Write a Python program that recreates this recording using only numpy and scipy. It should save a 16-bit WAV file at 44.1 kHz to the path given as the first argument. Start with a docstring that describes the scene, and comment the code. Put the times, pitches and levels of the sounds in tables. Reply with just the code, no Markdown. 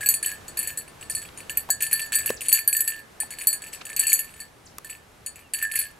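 """A small metal jingle bell on a dog's collar, close to a stereo pair of microphones at a lakeside campsite.
The dog tosses its head, snapping at the air: each toss sets a loose pellet tumbling in the bell, and square
hits stand out. Each contact rings decaying sine modes of shell and cavity, with a short noise skid.
Around it: jaw snaps (clicks, mouth tones, thuds), noise brushes of fur and bandana, gliding sine chips of
a small bird, two thin whistles far off, a scattered tail, and a low noise rumble with a faint breeze."""
import sys
import numpy as np
from scipy import signal
from scipy.fft import rfft, irfft, next_fast_len
from scipy.io import wavfile
from scipy.ndimage import uniform_filter1d, minimum_filter1d, map_coordinates

SR = 44100
rng = np.random.default_rng(int(sys.argv[2]) if len(sys.argv) > 2 else 0)


def store_pcm(level_fs):
    """Save levels as 16-bit WAV."""
    pcm = np.round(np.clip(level_fs, -1, 1) * 32767).astype(np.int16)
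    wavfile.write(sys.argv[1], SR, np.atleast_2d(pcm).T)


N = 264159  # length [samples]
TOP_HZ = 15800  # upper band limit
SOUND_SPEED = 343  # m/s

# Levels in the tables are relative: the functions add their own offsets.
# Square hits of the pellet: (time [s], ring [dB], brightness, 11 over 8.5 kHz drive [dB])
STRIKES = [(0.06, -19.5, 2.5), (0.088, -13, 3.5), (0.14, -20.5, -4), (0.228, -27, 0), (0.26, -21, 0),
           (0.481, -42.5, -18.5), (0.572, -27, -0.5), (0.59, -21.5, 4), (0.629, -27.5, 1),
           (0.673, -26.5, 4.5), (0.774, -27.5, 1), (1.098, -26, -5.5), (1.15, -23.5, -2), (1.572, -18, 6.5),
           (1.703, -17.5, -7), (1.823, -18.5, 0), (1.929, -15.5, 2), (2.016, -28.5, -5.5),
           (2.154, -17.5, 0.5), (2.26, -24.5, 5), (2.484, -18.5, -1), (2.527, -10.5, 6), (2.676, -16, 11),
           (2.728, -19, 3), (2.766, -19.5, 1.5), (2.806, -18, 6.5), (2.877, -21, 7.5), (3.202, -23, -2.5),
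           (3.471, -13.5, -5.5), (3.529, -23.5, -4.5), (3.964, -23, -6), (3.994, -17.5, -3.5),
           (4.068, -19.5, -3), (4.096, -21.5, -1.5), (4.13, -12.5, 0), (4.191, -24.5, 6.5),
           (4.402, -36, -7), (4.901, -36.5, -4), (5.262, -32, -13.5), (5.536, -23, 7.5), (5.626, -25, 6.5),
           (5.756, -22.5, 9), (5.79, -20.5, 9.5)]
# Head tosses that keep the pellet tumbling: (start [s], end [s], clatter [dB])
TOSSES = [(0.008, 0.141, -41), (0.227, 0.323, -40), (0.571, 0.71, -42.5), (0.878, 0.9, -57.5),
          (1.011, 1.044, -48), (1.217, 1.239, -44.5), (1.375, 1.409, -44.5), (1.496, 1.52, -37.5),
          (1.806, 1.867, -35.5), (1.912, 1.966, -38), (1.994, 2.04, -36.5), (2.121, 2.21, -32.5),
          (2.259, 2.298, -36.5), (2.408, 2.497, -40), (2.518, 2.593, -32.5), (2.874, 2.972, -43.5),
          (3.306, 3.351, -41), (3.386, 3.443, -40), (3.62, 3.681, -44), (3.73, 3.77, -44),
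          (3.853, 3.933, -41.5), (3.964, 4.163, -38), (4.244, 4.423, -51), (4.846, 4.942, -47),
          (5.358, 5.413, -53.5), (5.54, 5.659, -40.5), (5.715, 5.855, -38.5)]
# How freely the bell hangs clear of the fur, which mutes its lowest hum: (time [s], hum [dB])
HANGING_FREE = [(0.03, 10.5), (.08, -8), (.27, 9), (.6, -1), (1.17, 3), (1.5, 0), (2.15, 2), (2.4, -4),
                (2.85, 5.5), (3.22, 6), (3.4, -2), (3.95, -0.5), (5.55, -2), (5.64, 15.5), (5.8, 2)]
# Ringing modes of the slotted shell, many in close pairs: (frequency [Hz], level [dB])
SHELL_MODES = [(1671, -12), (1773, -6), (4304, -21), (4435, -14), (4517, -18), (4592, -18), (6944, -12),
               (7789, -4), (7892, -7), (9142, -2), (9755, -14), (11056, -5), (11267, -6), (12011, -1)]
# Decay of the shell before fur mutes it: (frequency [Hz], time to fall 60 dB [s])
SHELL_DECAY = [(1700, 0.22), (4400, 0.17), (8000, 0.12), (12000, 0.089)]
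# Nominal resonances of cavity and slot rims, varied at each contact:
# (frequency [Hz], level [dB], time to fall 60 dB [s])
CAVITY_MODES = [(2532, 16, 0.0042), (6975, 6.5, 0.0032), (7020, -8.5, 0.0063), (8950, -4.5, 0.026),
                (10910, -4.5, 0.0076), (14500, -17, 0.011)]
# Spectrum of the pellet skidding on the wall: (frequency [Hz], relative level [dB per Hz])
SKID_SPECTRUM = [(1200, -25.5), (2500, 0.5), (5200, -9), (7500, -7.5), (11500, -18), (13500, -12),
                 (15500, -14)]
# Bell level across the two microphones: (frequency [Hz], left over right [dB])
BELL_BALANCE = [(2500, -1.5), (4450, 2.5), (7800, 2.3), (12000, -1)]
# Bell phase across the two microphones: (frequency [Hz], left lead [rad])
BELL_LEAD = [(1750, 0.029), (2600, -0.32), (4450, 0.67), (7500, -0.73), (9500, -0.13)]
# Jaw snaps: (time [s], level [dB], mouth resonance [Hz], tooth click [dB])
SNAPS = [(1.689, -30.5, 953, -33), (1.696, -27, 723, -34), (2.3027, -15, 480.3, -16.5),
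         (3.232, -31.5, 845, -66), (4.784, -35, 1178, -20)]
# Fur and bandana brushes: (time [s], level [dB], width of the Gaussian swell [s])
BRUSHES = [(1.29, -43, 0.0031), (3.817, -35, 0.0063)]
# Bird chips: (time [s], level [dB])
CHIPS = [(1.1, -39), (2.357, -41.5), (3.717, -42), (4.652, -47), (5.758, -39)]
# Nominal pitch within a chip, varied from chip to chip: (time [s], pitch [Hz])
CHIP_GLIDE = [(0, 9700), (.016, 5480), (.027, 3500)]
# Faint far whistles: (time [s], length [s], start pitch [Hz], end pitch [Hz], level [dB])
WHISTLES = [(1.24, .06, 3350, 3250, -54), (5.403, .11, 3030, 2484, -56)]
# Outdoor air over time: (time [s], rumble [dB], breeze [dB])
AIR_LEVELS = [(0, -56, -52.5), (2.25, -56, -52.5), (2.7, -60.5, -58), (3.8, -61, -52.5),
              (4.399, -61, -57.5)]
# Spectrum of the rumble: (frequency [Hz], relative level [dB per Hz])
RUMBLE_SPECTRUM = [(25, -16), (70, 0.5), (130, -2.5), (300, -11.5), (800, -48)]
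# Spectrum of the breeze: (frequency [Hz], relative level [dB per Hz])
BREEZE_SPECTRUM = [(150, -8), (450, -3.5), (1200, -7.5), (2500, -13), (5000, -19.5), (12000, -21.5),
                   (15500, -36)]
# Likeness of the two microphones in noise: (frequency [Hz], correlation [0 to 1])
STEREO_LIKENESS = [(60, 0.97), (160, 0.76), (600, 0.14), (5000, 0.57)]
# Tail scattered by rocks and trunks: (frequency [Hz], time to fall 60 dB [s])
WOODS_DECAY = [(1000, 0.73), (12000, 0.22)]


def bell(hum_db=-3.0, middle_db=-1, ring_db=1.66, shift_hz=135, mute_db_per_s=30, flutter_db=1.33,
         damping_spread=0.56):
    """Every contact rings the shell and the cavity; the pellet's place retunes and damps the cavity."""
    t = np.arange(SR // 4) / SR
    cavity_t = t[:len(t) // 10]
    shell_hz, shell_db = np.transpose(SHELL_MODES)
    shell_rings = ringing(shell_hz, along(SHELL_DECAY, shell_hz), t)
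    high = shell_hz > 6000
    cavity_hz, cavity_db, cavity_t60 = np.transpose(CAVITY_MODES)
    shell, cavity = np.zeros((2, N)), np.zeros(N)  # shell rows: low modes, high modes
    contacts = [*strikes(), *tumbling()]
    for s, ring, bright, clack in contacts:
        hum = (clack + ring) / 2 + hum_db + np.interp(s, *np.transpose(HANGING_FREE))
        # a soft, dull contact favours the middle modes, a hard one the highest
        dull, sharp = ring - bright / 2, ring + bright / 2
        blow = [(1800, hum), (2500, clack), (4200, dull + middle_db), (8500, dull), (11000, sharp)]
        shift, damping = rng.standard_normal((2, len(CAVITY_MODES)))
        retuned_hz = cavity_hz + shift_hz * shift
        damped_t60 = cavity_t60 * np.exp(damping_spread * damping)
        cavity_rings = ringing(retuned_hz, damped_t60, cavity_t)
        # fur touching the shell cuts some rings shorter than others
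        muted = amp(-mute_db_per_s * rng.exponential() * t)
        strengths = struck(shell_db + along(blow, shell_hz))
        add(shell, s, (strengths * [~high, high]) @ shell_rings * muted)
        add(cavity, s, struck(cavity_db + along(blow, cavity_hz)) @ cavity_rings)
    # the pellet grazing the wall makes the high modes flutter, while the low ones ring on smoothly
    flutter = amp(flutter_db * wobble(600))
    return amp(ring_db) * (shell[0] + flutter * shell[1]) + cavity + skids(contacts)


def strikes(clack_db=-38, clack_grows=.38, typical_db=-22, hop_s=.012, hop_ring_db=-13, hop_clack_db=-2,
            loss_db=4, count=4):
    """A square hit rings and clacks more the harder it is; the pellet then hops, on average ever more lightly."""
    s, ring, bright = np.transpose(STRIKES)
    clack = clack_db + clack_grows * (ring - typical_db)
    contacts = list(zip(s, ring, bright, clack))
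    for hop in range(count):
        late, force = rng.standard_normal((len(s), 2)).T
        s = s + hop_s * np.exp(.4 * late)
        db = 2.2 * force - loss_db * hop
        contacts += zip(s, ring + hop_ring_db + db, bright, clack + hop_clack_db + db)
    return contacts


def tumbling(gap_s=.0095, uneven=.6, scatter_db=4.0, fade_db_per_s=20,
             settle_s=.06, settle_db=-9, settle_db_per_s=170,
             clack_db=3, ring_db=-1.0, bright_db=-3, ring_grows=0.27, typical_db=-42,
             first_clack_db=6, first_ring_db=-36, first_grows=0.73, first_bright_db=-4):
    """A toss throws the pellet on the wall with a soft chink; uneven small contacts follow, then it settles."""
    contacts = []
    for start, end, db in TOSSES:
        gaps = gap_s * np.exp(uneven * rng.uniform(-2, 1, size=100))
        times = start + np.cumsum(gaps)
        scatter = scatter_db * np.clip(rng.standard_normal(len(times)), -2, 2)
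        force = scatter - fade_db_per_s * (times - start)
        during = times <= max(end, times[0])
        settling = np.where(during, 0, settle_db - settle_db_per_s * (times - end))
        mean_force_db = 10 * np.log10(np.mean(amp(force[during]) ** 2))
        levels = db + force - mean_force_db + settling
        livelier = db - typical_db
        first_ring = first_ring_db + first_grows * livelier
        contacts.append((start, first_ring, first_bright_db, db + first_clack_db))
        # a gentle toss mostly clacks, a lively one also rings
        ring = ring_db + ring_grows * livelier
        for s, level in zip(times, levels):
            if s < end + settle_s:
                contacts.append((s, level + ring, bright_db, level + clack_db))
    return contacts


def struck(db, spot_db=5):
    """Mode strengths for one contact: the spot it meets shares out its energy among them."""
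    sign = rng.choice([-1, 1], len(db))
    spot = sign * amp(spot_db * rng.standard_normal(len(db)))
    mean_power = np.average(spot ** 2, weights=amp(db) ** 2)
    return spot * amp(db) / np.sqrt(mean_power)


def ringing(hz, t60, t, contact=.0004):
    """One fading sine per mode; the pellet's contact time [s] softens the onset."""
    sines = np.sin(2 * np.pi * hz[:, None] * t)
    return sines * amp(-60 * t / t60[:, None]) * (1 - np.exp(-t / contact))


def skids(contacts, skid_db=-6, ring_share=0.23, skid_t60=0.032):
    """At each contact the pellet scrapes briefly along the wall: noise bursts that add in power."""
    t = np.arange(SR // 20) / SR
    power = np.zeros(N)
    for s, ring, bright, clack in contacts:
        level = skid_db + clack + ring_share * (ring - clack)
        add(power, s, amp(level - 60 * t / skid_t60) ** 2)
    scrape = filtered(rng.standard_normal(N), lambda hz: amp(along(SKID_SPECTRUM, hz)))
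    return np.sqrt(power) * unit(scrape)


def swinging(x, sway_m=.018, sway_rate=13, turn_m=.0007, beam_db=.7):
    """The bell swings on the collar: Doppler bends its pitch; path and level differ a little per microphone."""
    path = sway_m * wobble(sway_rate)
    channels = []
    for delay in [(path + turn_m * wobble(28)) * SR / SOUND_SPEED for _ in range(2)]:
        moved = map_coordinates(x, [np.arange(N) - delay], order=5)
        channels.append(moved * amp(beam_db * wobble(7.45)))
    return np.array(channels)


def placed(pair):
    """Each partial of the bell reaches the two microphones with its own level and phase."""
    half = np.array([[.5], [-.5]])  # left, right

    def response(hz):
        return amp(half * along(BELL_BALANCE, hz)) * np.exp(1j * half * along(BELL_LEAD, hz))

    return filtered(pair, response)


def jaws(swell=0.0019, click_t60=0.0046, wet_db=-10, body_db=-15, body_hz=240, body_t60=0.056):
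    """Each snap is a click of teeth, a few cycles of the closing mouth and a dull thud of the muzzle."""
    t = np.arange(SR // 20) / SR
    rise = (t / swell * np.exp(1 - t / swell)) ** 2  # peaks at the swell time [s], then fades
    thud = amp(body_db - 60 * t / body_t60) * np.cos(2 * np.pi * body_hz * t) * (1 - np.exp(-t / swell))
    out = np.zeros(N)
    for s, db, hz, click_db in SNAPS:
        # wet smack: noise through one broad low resonance
        smack = unit(signal.lfilter([1, -1], [1, -1.8, .82], rng.standard_normal(len(t))))
        mouth = rise * (np.sin(2 * np.pi * hz * t) + amp(wet_db) * smack)
        add(out, s, amp(db) * (mouth + thud))
        add(out, s, amp(click_db - 60 * t / click_t60) * rng.standard_normal(len(t)))
    return out


def fur():
    """Short soft brushes as the neck turns: noise under Gaussian swells."""
    t = np.arange(N) / SR
    strokes = sum(amp(db) * np.exp(-((t - s) / width) ** 2) for s, db, width in BRUSHES)
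    return strokes * rush([(300, 6.0), (2500, 17.5), (6000, 7), (14000, -28)])  # (Hz, dB per Hz)


def bird(length=0.029):
    """Each chip is one thin whistle that plunges in pitch."""
    t = np.arange(round(length * SR)) / SR
    pitch = np.interp(t, *np.transpose(CHIP_GLIDE))
    out = np.zeros(N)
    for s, db in CHIPS:
        varied = pitch * (1 + rng.normal(0, 0.0324))
        phase = 2 * np.pi * np.cumsum(varied) / SR
        add(out, s, amp(db) * np.sin(np.pi * t / length) * np.sin(phase))
    return out


def whistles():
    """Each far whistle swells and fades while its pitch sinks."""
    out = np.zeros(N)
    for s, length, start_hz, end_hz, db in WHISTLES:
        pitch = np.linspace(start_hz, end_hz, round(length * SR))
        tone = np.sin(2 * np.pi * np.cumsum(pitch) / SR)
        add(out, s, amp(db) * np.hanning(len(pitch)) * tone)
    return out


def woods(x):
    """Rocks and trunks scatter back a thin tail, treble dying first: convolution with fading noise."""
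    hz, t, noise = signal.stft(rng.standard_normal((2, SR // 2)), SR, nperseg=256)
    fade = amp(-60 * t / along(WOODS_DECAY, hz)[:, None])
    tail = signal.istft(noise * fade, SR, nperseg=256)[1]
    tail = tail / np.linalg.norm(tail[0])
    return signal.fftconvolve(x[None], tail, axes=1)[:, :N]


def air(rumble_db=2, breeze_db=4):
    """A low rumble and a faint breeze in the trees: shaped noise, each wavering a little."""
    t = np.arange(N) / SR
    s, low, high = np.transpose(AIR_LEVELS)
    rumble_level = np.interp(t, s, low) + rumble_db + wobble(7)
    breeze_level = np.interp(t, s, high) + breeze_db + wobble(5)
    return amp(rumble_level) * rush(RUMBLE_SPECTRUM) + amp(breeze_level) * rush(BREEZE_SPECTRUM)


def rush(spectrum):
    """Stereo noise of rms 1, nearly mono in the bass: mid and side shares set the likeness."""
    def mid_side(hz):
        turn = np.arccos(np.clip(along(STEREO_LIKENESS, hz), -1, 1)) / 2
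        return amp(along(spectrum, hz)) * [np.cos(turn), np.sin(turn)]

    mid, side = filtered(rng.standard_normal((2, N)), mid_side)
    return unit(np.array([mid + side, mid - side]))


def amp(db):
    """Decibels to gain."""
    return 10 ** (np.asarray(db) / 20)


def unit(x):
    """Scale to rms 1."""
    return x / np.sqrt(np.mean(x ** 2) + 1e-20)


def along(points, hz):
    """Read (frequency [Hz], value) points on a log frequency axis."""
    f, v = np.transpose(points)
    return np.interp(np.log(hz + 1), np.log(f + 1), v)


def wobble(rate):
    """A smooth random curve, rate knots a second."""
    knots = rng.standard_normal(int(N * rate / SR) + 4)
    return map_coordinates(knots, [np.arange(N) * rate / SR])


def filtered(x, response):
    """Multiply the spectrum of x by a response of frequency [Hz]."""
    m = next_fast_len(N + SR // 2)
    return irfft(rfft(x, m) * response(np.fft.rfftfreq(m, 1 / SR)), m)[..., :N]


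def add(track, s, sound):
    """Mix a sound into a track at time s [s]."""
    part = track[..., max(0, round(s * SR)):][..., :sound.shape[-1]]
    part += sound[..., :part.shape[-1]]


def scene(bell_echo_db=-16, body_echo_db=-20, bird_echo_db=-2):
    """The dog is close and fairly dry; the bird is farther off among the trees."""
    jingle = placed(swinging(bell()))
    body = jaws() + fur()
    chips = bird()
    scattered = amp(bell_echo_db) * jingle.mean(axis=0)
    scattered = scattered + amp(body_echo_db) * body.mean(axis=0) + amp(bird_echo_db) * chips
    return jingle + body + chips + whistles() + woods(scattered) + air()


def record(dry):
    """A limiter turns down the sharpest peaks in both channels alike; a band limit then cuts the top."""
    ceiling, hold = .9, SR // 250  # full scale = 1; samples
    needed = ceiling / np.maximum(abs(dry).max(axis=0), ceiling)
    gain = uniform_filter1d(minimum_filter1d(needed, 2 * hold), hold)
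    return filtered(dry * gain, lambda hz: hz < TOP_HZ)


dry = scene()
out = record(dry)
store_pcm(out)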